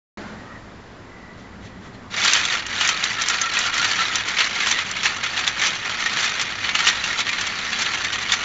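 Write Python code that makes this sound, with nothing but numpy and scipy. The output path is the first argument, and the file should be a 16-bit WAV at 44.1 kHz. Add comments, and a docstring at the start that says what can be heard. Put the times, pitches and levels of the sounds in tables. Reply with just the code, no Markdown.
"""In a workshop, small glass bottles ride a steel turntable that feeds a conveyor.
At first the drive hums, the frame drones, the table whines faintly and stray bottles scuff the steel.
After two seconds the bottles crowd against the guides and clatter. Packed tight, they stop each other
ringing, so each touch is a short clack; now and then one rocks free and clinks.
For a while the glass squeals as it rubs along the rail."""
import sys
import numpy as np
from scipy import signal
from scipy.fft import rfft, irfft
from scipy.io import wavfile
from scipy.ndimage import uniform_filter1d

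SR = 44100
rng = np.random.default_rng(int(sys.argv[2]) if len(sys.argv) > 2 else 0)


def to_wav(s):
    """Save 16-bit WAV."""
    ch = np.atleast_2d(s).T  # columns
    pcm = np.round(np.clip(ch, -1, 1) * 32767)  # PCM
    wavfile.write(sys.argv[1], SR, pcm.astype(np.int16))


N = 372204
TIME = np.arange(N) / SR
START_S = .172   # silence until here
CROWD_S, CROWD_RISE_S = 2.096, 0.078   # the bottles reach the guides


def from_db(db):
    """Turn decibels into a number to multiply by."""
    return 10 ** (np.asarray(db) / 20)


def rms_one(x):
    """Scale a signal so its average power is 1."""
    return x / np.sqrt(np.mean(x ** 2) + 1e-20)


def curve(rows):
    """Join (time, value) points with straight lines, one value per sample."""
    return np.interp(TIME, *np.transpose(rows))


def bump(middle_s, length_s):
    """A smooth rise and fall of height 1."""
    return np.exp(-np.minimum((2 * (TIME - middle_s) / length_s) ** 2, 20))


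def convolve(x, response):
    """Let every sample of x set off its own copy of the response."""
    return signal.oaconvolve(x, response)[:N]


def keep_band(x, side, edge_hz, order):
    """Keep the "low" or "high" side of a sound; a higher order cuts more sharply."""
    return signal.sosfilt(signal.butter(order, edge_hz, side, fs=SR, output="sos"), x)


def colour(x, spectrum, size=4096):
    """Make some pitches louder and others softer, following a table."""
    hz, db = np.transpose(spectrum)
    grid_hz = np.maximum(np.arange(size // 2 + 1) * SR / size, 1)
    gain = rms_one(from_db(np.interp(np.log(grid_hz), np.log(hz), db)))
    # folding makes the filter ring only after a hit, never before (minimum phase)
    cepstrum = irfft(np.log(gain))
    fold = np.r_[1, np.full(size // 2 - 1, 2), 1, np.zeros(size // 2 - 1)]
    return convolve(x, irfft(np.exp(rfft(cepstrum * fold))))


def drift(rate_hz, step=40):
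    """A smooth random wobble, about 1 in size."""
    pole = np.exp(-2 * np.pi * step * rate_hz / SR)
    noise = rng.standard_normal(N // step + 2002)
    slow = signal.lfilter([1], [1, -2 * pole, pole * pole], noise)[2000:]
    return np.interp(np.arange(N) / step, np.arange(len(slow)), rms_one(slow))


def friction_tone(hz, width_hz):
    """A note kept ringing by rubbing; more width makes it rougher."""
    phase = 2 * np.pi * hz * TIME
    return drift(width_hz) * np.cos(phase) + drift(width_hz) * np.sin(phase)


def place(x, pan_db):
    """Set a sound between left (plus) and right (minus)."""
    return x * from_db(np.array([[1], [-1]]) * pan_db / 2)


# How strongly the drive runs: time_s, level_db
DRIVE_LEVELS = [(.4, -42), (.8, -45), (1.3, -44), (1.45, -41.8), (2.0, -41.8), (2.3, -45), (8.4, -44)]
# The mix of low pitches in its rumble: pitch_hz, level_db
RUMBLE_COLOUR = [(20, -6), (40, -12), (55, 0.5), (75, -5.5), (100, 3), (150, -3.5), (190, 1), (260, -2),
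                 (340, -11.5), (600, -20)]
# The notes in its hum: pitch_hz, level_db
HUM_NOTES = [(58.5, -57), (99.3, -55.5), (183, -60), (225, -58.5), (398, -64)]

def drive(rumble_db=-1.27, waver=0.35):
    """The drive rumbles and hums, and the two rise and fall together."""
    drive_db = curve(DRIVE_LEVELS)
    rumble = rms_one(keep_band(colour(rng.standard_normal(N), RUMBLE_COLOUR), "low", 700, order=2))
    hum = np.zeros(N)
    for hz, db in HUM_NOTES:
        strength = from_db(db) * np.sqrt(2) * (1 + waver * drift(4.8))
        hum += strength * np.sin(2 * np.pi * hz * TIME + drift(1.0))
    return from_db(drive_db + rumble_db) * rumble + from_db(drive_db - drive_db.mean()) * hum


# The mix of pitches in the workshop's background noise: pitch_hz, level_db
AIR_COLOUR = [(80, -2), (330, 2), (600, -0.5), (1400, -3), (1750, -4), (2050, -6), (2500, -11.5),
              (4000, -15), (7400, -23)]

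def workshop_air(steady_db=-43.5, extra_db=10, settle_s=0.2):
    """A soft rush of air, louder at first, settles to a steady level."""
    level_db = steady_db + extra_db * np.exp(-np.maximum(TIME - START_S, 0) / settle_s)
    return from_db(level_db) * rms_one(colour(rng.standard_normal(N), AIR_COLOUR))


# Low notes of the frame before the bottles crowd: start_s, end_s, pitch_hz, level_db
FRAME_DRONES = [(.1, 0.47, 222, -42.5), (1.3, 2.154, 190.7, -50)]

def frame_drone(fade_s=0.11, wander_hz=6, waver_db=2.5):
    """The frame drones: each note fades in, wavers a little and fades out."""
    out = np.zeros(N)
    for start_s, end_s, hz, db in FRAME_DRONES:
        fade = np.clip(np.minimum(TIME - start_s, end_s - TIME) / fade_s, 0, 1)
        phase = 2 * np.pi * np.cumsum(hz + wander_hz * drift(wander_hz)) / SR
        out += fade * from_db(db + waver_db * drift(18)) * np.sqrt(2) * np.sin(phase)
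    return out


# The mix of pitches in the glass, also used for its rattle and knocks: pitch_hz, level_db
GLASS_COLOUR = [(150, -19.5), (300, -14.5), (550, -14), (800, -9), (1000, -6), (1300, -0.5), (1550, -3.2),
                (1850, 0.2), (2080, -0.8), (2500, -2.3), (3450, -2.5), (4250, -5), (4550, -5),
                (4950, -11.5), (5850, -7), (7400, -13)]
# Stray bottles sliding: middle_s, length_s, hiss_db, pitch_hz, note_db
BOTTLE_SCUFFS = [(.29, .16, -54, 1440, -44), (.5, 0.12, -64, 1260, -47), (1.4, .06, -49, 1390, -54),
                 (1.657, 0.071, -45, 1970, -51), (1.858, 0.077, -48, 1253, -50),
                 (1.95, 0.036, -49, 4200, -57), (2.062, .08, -57.5, 1088, -46)]

def scuffs(width_hz=130):
    """Glass slides a little way over the steel, hissing and ringing roughly."""
    out = np.zeros(N)
    for middle_s, length_s, hiss_db, hz, note_db in BOTTLE_SCUFFS:
        hiss = from_db(hiss_db) * colour(rng.standard_normal(N), GLASS_COLOUR)
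        note = from_db(note_db) * friction_tone(hz, width_hz)
        out += bump(middle_s, length_s) * (hiss + note)
    return out


# Faint whines of the turntable: middle_s, length_s, pitch_hz, level_db
TABLE_WHINES = [(.41, .2, 1880, -50.5), (.55, .11, 1894, -42), (1.174, .16, 2000, -49.5),
                (1.286, .13, 1960, -47.5), (1.462, .2, 1980, -52), (1.8, .45, 1940, -54)]

def whines(width_hz=48):
    """The running table rubs, and a thin note swells out of the noise."""
    return sum(from_db(db) * bump(middle_s, length_s) * friction_tone(hz, width_hz)
               for middle_s, length_s, hz, db in TABLE_WHINES)


def clack(ring_s, note_hz=2500, note_db=0, treble_db=0, count=90):
    """One touch rings many tones in glass and steel. They fade 60 dB in about ring_s, high ones sooner."""
    hz = 120 + 11200 * (np.arange(count) + rng.random(count)) / count
    t = np.arange(int(SR * ring_s * 1.3)) / SR
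    # tones near the struck bottle's own note are stronger and ring longer
    nearness = np.exp(-(np.log2(hz / note_hz) / 0.075) ** 2)
    gain = from_db(note_db * (nearness - .2) + np.interp(hz, [4400, 5000], [0, treble_db]))
    decay = np.log(1000) / ring_s * (hz / 2500) ** 0.18 * from_db(-.2 * note_db * nearness)
    phase = 2 * np.pi * (np.outer(hz, t) + rng.random((count, 1)))
    return gain @ (np.sin(phase) * np.exp(-np.outer(decay, t))) / np.sqrt(count / 2)


# How hard the table presses the bottles together, heard as rattle: time_s, level_db
PACK_PRESSURE = [(2.3, -24), (2.38, -21.5), (2.56, -31.5), (2.79, -28.5), (2.9, -25), (3.85, -23.5),
                 (4.9, -27.5), (5.74, -26.5), (6.2, -27), (6.64, -27.5), (6.88, -24), (7.22, -27),
                 (7.8, -26.5), (8.44, -26)]
# The packed bottles lurch and the rattle swells: middle_s, length_s, lift_db
PACK_SHOVES = [(2.27, 0.13, 4), (2.548, 0.14, 7.5), (2.81, 0.16, 4), (3.798, 0.072, 0), (3.983, 0.07, 0.5),
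               (4.448, 0.12, 4), (4.678, 0.16, 4), (5.059, 0.094, 5.5), (5.247, 0.024, 2.5),
               (5.652, 0.11, 5), (5.88, 0.066, 1.5), (6.204, 0.19, 5), (6.885, 0.068, 4), (7.195, 0.034, 6),
               (7.81, 0.1, 2.5), (7.936, 0.11, 1.5), (8.14, 0.031, 4.5)]
# They slacken and the rattle dips: middle_s
PACK_LULLS = [2.65, 3.16, 3.275, 3.4, 3.5, 3.72, 4.238, 4.49, 4.95, 5.2, 5.55, 5.81, 6.58, 6.735, 7.02,
              7.24, 7.32, 8.25]

def jostling(lull_db=3, lull_s=0.059, stir_db=1, stir_s=0.039, unrest_db=0.5):
    """The rattle's level in dB as the bottles press, lurch and slacken; each knock stirs them too."""
    shoves_db = sum(db * bump(middle_s, length_s) for middle_s, length_s, db in PACK_SHOVES)
    lulls = sum(bump(middle_s, lull_s) for middle_s in PACK_LULLS)
    stirs = np.minimum(sum(bump(start_s, stir_s) for start_s, *_ in GLASS_KNOCKS), 1)
    slipping = drift(14)   # the bottles keep catching and slipping
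    return curve(PACK_PRESSURE) + shoves_db - lull_db * lulls + stir_db * stirs + unrest_db * slipping


def rattle(jostle_db, touches_per_s=600, spread_db=2.8, level_db=0.4, ring_s=0.046, bottles=48):
    """Swarms of light touches are shared among the bottles, each with a note of its own."""
    sizes = from_db(spread_db * np.minimum(rng.exponential(1, N), 4)) * rng.choice([-1, 1], N)
    touches = sizes * (rng.random(N) < touches_per_s / SR)
    touched_bottle = rng.integers(0, bottles, N)
    swarm = np.zeros(N)
    for bottle, note_hz in enumerate(np.geomspace(1400, 6800, bottles)):
        swarm += convolve(touches * (touched_bottle == bottle), clack(ring_s, note_hz, note_db=12))
    # the table pushes steadily, so the touches share an even supply of energy
    swarm /= np.sqrt(uniform_filter1d(swarm ** 2, size=1400) + 1e-9)
    # harder touches are brighter
    treble_db = -4 + 1.79 * (jostle_db - jostle_db.mean())
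    swarm += (from_db(treble_db) - 1) * keep_band(swarm, "high", 4500, order=1)
    crowded = np.clip((TIME - CROWD_S) / CROWD_RISE_S, 0, 1)
    return swarm * from_db(jostle_db + level_db) * crowded


def ticks(jostle_db, level_db=1, spread_db=2.5, ring_s=.018, low_hz=1700, high_hz=4000, count=330):
    """Single small, dry touches stand out of the rattle."""
    out = np.zeros(N)
    for when, pitch, strength in rng.random((count, 3)):
        at = int(SR * np.interp(when, [0, 1], [CROWD_S + CROWD_RISE_S, TIME[-1]]))
        note_hz = low_hz * (high_hz / low_hz) ** pitch
        tick = clack(ring_s, note_hz, note_db=6, count=40)[:N - at]
        tick_db = jostle_db[at] + level_db + spread_db * (2 * strength - 1)
        out[at:at + len(tick)] += from_db(tick_db) * tick
    return out


# The louder knocks of glass on glass: start_s, level_db, treble_db, pitch_hz
GLASS_KNOCKS = [(2.2482, -9.5, -7, 3200), (2.2804, -6.5, -21, 2400), (2.3339, -9, 0.5, 3390),
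                (2.3506, -5.5, -23, 3100), (2.452, -11, -6, 3620), (2.6648, -18.5, -7, 2930),
                (2.7287, -16, -18, 1900), (2.763, -16, -22, 1640), (2.81, -4.5, -15, 2940),
                (2.85, -9, -14, 2300), (2.875, -17, -1, 6600), (2.8896, -5.5, -9, 3120),
                (3.0395, -9.5, -6, 3780), (3.139, -20, -22, 1760), (3.2187, -11, -4.5, 2230),
                (3.26, -14, -12, 2140), (3.2848, -10, -3, 1880), (3.2983, -6.5, -11.5, 1370),
                (3.341, -9, -18, 1800), (3.383, -12, -19, 2420), (3.4136, -9.5, -6, 6460),
                (3.5367, -15, -9, 2110), (3.5693, -9, -21, 2500), (3.5895, -17.5, 3.5, 1670),
                (3.6635, -9, -19, 1340), (3.7405, -12.5, -9, 1340), (3.78, -9, -12, 2130),
                (3.826, -8, -23, 2800), (3.8438, -4.5, -18, 1440), (3.9138, -7, -16, 1690),
                (3.9887, -10.5, -26, 1340), (4.017, -9, -24, 2020), (4.081, -28, -11, 2240),
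                (4.156, -9, -3.5, 3720), (4.208, -22, -15, 1640), (4.2871, -15, -8.5, 1360),
                (4.3858, -6, -18, 2190), (4.404, -1.5, -20, 2730), (4.559, -14, -22, 2160),
                (4.6034, -7.5, -19, 2090), (4.622, -10, -20, 2070), (4.67, -11, -9, 2020),
                (4.7115, -5, -12.5, 2240), (4.7884, -8, -20, 2030), (4.821, -20, -10, 1760),
                (4.9136, -27, 6, 3530), (4.9666, -12, -18, 2180), (5.042, -14, -20, 2880),
                (5.0562, -3, -18, 2730), (5.169, -28, -7, 1980), (5.2365, -9.5, -15, 1850),
                (5.262, -12, -21, 3430), (5.375, -8, -20, 3400), (5.391, -12, -14, 3670),
                (5.438, -13, -33, 1640), (5.467, -10.5, -16, 6700), (5.4765, -7.5, -10.5, 3540),
                (5.595, -15, -15, 2260), (5.6196, -11, -20, 3300), (5.668, -11, -10, 3015),
                (5.753, -16, -14, 3300), (5.91, -22, -12, 1980), (6.003, -14.5, -14, 2090),
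                (6.023, -13, -21, 1800), (6.0598, -7, -17, 1850), (6.2302, -9, -17, 3560),
                (6.2484, -13, -10, 1810), (6.351, -17, -27, 1380), (6.396, -8.5, -17, 2040),
                (6.413, -9, -10, 1380), (6.52, -28, -15, 1900), (6.645, -8, -27, 1700),
                (6.6907, -7.5, -22, 2170), (6.7514, -4.5, -15.5, 2680), (6.7898, -7, -16, 2300),
                (6.803, -8, -17, 1920), (6.868, -5, -16, 2830), (6.884, -8, -15, 2980),
                (6.995, -26, -17, 2840), (7.0393, -8.5, -15, 2800), (7.075, -15, -13, 1510),
                (7.103, -14, -26, 2100), (7.129, -22, -10, 2240), (7.2039, -7, -15, 3800),
                (7.267, -11, -23, 1770), (7.2908, -8, -16.5, 2420), (7.33, -9, -20, 2200),
                (7.385, -12.5, -19, 3050), (7.4106, -10.5, -12, 2700), (7.468, -13.5, -9, 2380),
                (7.586, -16, -16, 3760), (7.649, -12.5, -21, 2170), (7.73, -9, -20, 2600),
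                (7.796, -19, -10, 2200), (7.819, -12.5, -7, 3470), (7.861, -9, -26, 2750),
                (7.94, -13, -30, 1450), (8.018, -16, -18, 1550), (8.046, -7.5, -18, 2100),
                (8.224, -14.5, -15, 1980), (8.295, -10.5, -21, 3570), (8.32, -5, -8.5, 3530),
                (8.3354, -3.5, -15, 2380)]

def knocks(level_db=-5.3, bright_db=16, graze_s=.005, swell_s=0.001625):
    """Bottles collide: a graze, then a dry crack and a blow that swells as it passes between them."""
    out = np.zeros((2, N))
    for start_s, db, treble_db, note_hz in GLASS_KNOCKS:
        pan_db = rng.normal(0, 0.1)
        # bright knocks are square, hard hits: shorter ring, less graze, more crack
        hardness = np.clip((treble_db + 12) / 11.5, 0, 1)
        ring_s = np.interp(hardness, [0, 1], [0.065, 0.032])
        graze_db = db - 10 - 15 * hardness
        crack_db = db - 10 + 8 * hardness
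        for touch_s, touch_db in ((start_s - graze_s, graze_db), (start_s, db)):
            at = round(touch_s * SR)
            hit = clack(ring_s, note_hz, note_db=7, treble_db=treble_db + bright_db, count=64)[:N - at]
            swell = 1 - 0.19 * np.exp(-TIME[:len(hit)] / swell_s)
            out[:, at:at + len(hit)] += place(from_db(touch_db) * hit * swell, pan_db)
        at = round(start_s * SR)
        crack = from_db(crack_db) * clack(ring_s=.012, treble_db=treble_db + bright_db, count=40)
        out[:, at:at + len(crack)] += place(crack, pan_db)
    return from_db(level_db) * keep_band(out, "high", 1000, order=1)


# Short, bright notes of single bottles: start_s, pitch_hz, level_db
BOTTLE_CLINKS = [(2.3345, 6000, -15), (2.352, 3050, -10), (2.4535, 3470, -11), (2.8765, 6600, -17.5),
                 (2.8905, 3060, -14), (3.039, 3760, -10), (3.2195, 6000, -14.5), (3.2855, 6000, -16),
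                 (3.417, 6300, -11), (3.5687, 2540, -10.5), (4.714, 6110, -15), (5.4762, 3530, -8),
                 (6.7525, 2800, -11), (6.873, 2900, -7), (8.3195, 3510, -7)]

def clinks(rise_s=.001):
    """A bottle rocks free and rings one note, which its neighbours stop at once."""
    out, t = np.zeros(N), TIME[:SR // 30]
    rise_and_fall = t / rise_s * np.exp(1 - t / rise_s)
    for start_s, hz, db in BOTTLE_CLINKS:
        at = round(start_s * SR)
        out[at:at + len(t)] += from_db(db) * rise_and_fall * np.sin(2 * np.pi * (hz * t + rng.random()))
    return out


# Bottles sliding along the rail: middle_s, length_s, pitch_hz, level_db
RAIL_SQUEALS = [(2.852, 0.044, 1380, -33), (2.942, 0.07, 1280, -32), (3.04, 0.039, 1390, -34.5),
                (3.192, 0.045, 1350, -32), (3.333, 0.085, 1387, -34), (3.458, 0.098, 1345, -28),
                (3.552, 0.043, 1340, -36), (3.676, 0.067, 1375, -28), (3.822, 0.13, 1383, -31.5),
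                (3.923, .06, 1354, -34), (4.008, 0.061, 1330, -28.5), (4.124, .09, 1280, -36),
                (4.298, 0.035, 1370, -33.5)]

def squeals(width_hz=28):
    """Glass rubs on the rail and squeals roughly in short slides."""
    return sum(from_db(db) * bump(middle_s, length_s) * friction_tone(hz, width_hz)
               for middle_s, length_s, hz, db in RAIL_SQUEALS)


def room_echo(x, ring_s=0.049, wall_hz=5000):
    """The hard floor and walls send back a short, slightly dull blur of echoes, new at each call."""
    t = np.arange(int(.8 * SR)) / SR
    tail = rng.standard_normal(len(t)) * from_db(-60 * t / ring_s) * (t > .008)
    tail = rms_one(tail) / np.sqrt(len(t))
    return convolve(x, keep_band(tail, "low", wall_hz, order=1))


def scene(glass_db=-3, echo_db=-13, width_db=-29, treble_width_db=-13):
    """Mix bottles and machine; the echoes of the glass spread left and right, most in the treble."""
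    jostle_db = jostling()
    clatter = knocks() + rattle(jostle_db) + ticks(jostle_db)
    bottles = from_db(glass_db) * np.array([colour(side, GLASS_COLOUR) for side in clatter]) + clinks()
    middle = bottles.mean(axis=0)
    wide = from_db(width_db) * room_echo(middle)
    wide += from_db(treble_width_db) * keep_band(room_echo(middle), "high", 6000, order=2)
    echoes = from_db(echo_db) * room_echo(middle) + wide * np.array([[1], [-1]])
    background = drive() + workshop_air() + frame_drone()
    rubbing = scuffs() + whines() + squeals()
    fade_in = np.clip((TIME - START_S) / 0.0017, 0, 1)
    return (place(bottles + echoes, pan_db=-.5) + background + rubbing) * fade_in


def record(dry, edge_hz=7520, top_hz=11400, sheen_db=-27, sheen_width_db=1.5):
    """The sound cuts off sharply above about 7.5 kHz, with a faint, wide sheen higher up."""
    main = signal.sosfilt(signal.ellip(10, .2, 70, edge_hz, fs=SR, output="sos"), dry)
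    sheen = keep_band(dry, "high", 9400, order=8)
    sheen += from_db(sheen_width_db) * (sheen - sheen[::-1])   # push left and right apart
    top_cut = signal.ellip(10, .2, 70, top_hz, fs=SR, output="sos")
    return signal.sosfilt(top_cut, main + from_db(sheen_db) * sheen)


dry = scene()
out = record(dry)
to_wav(out)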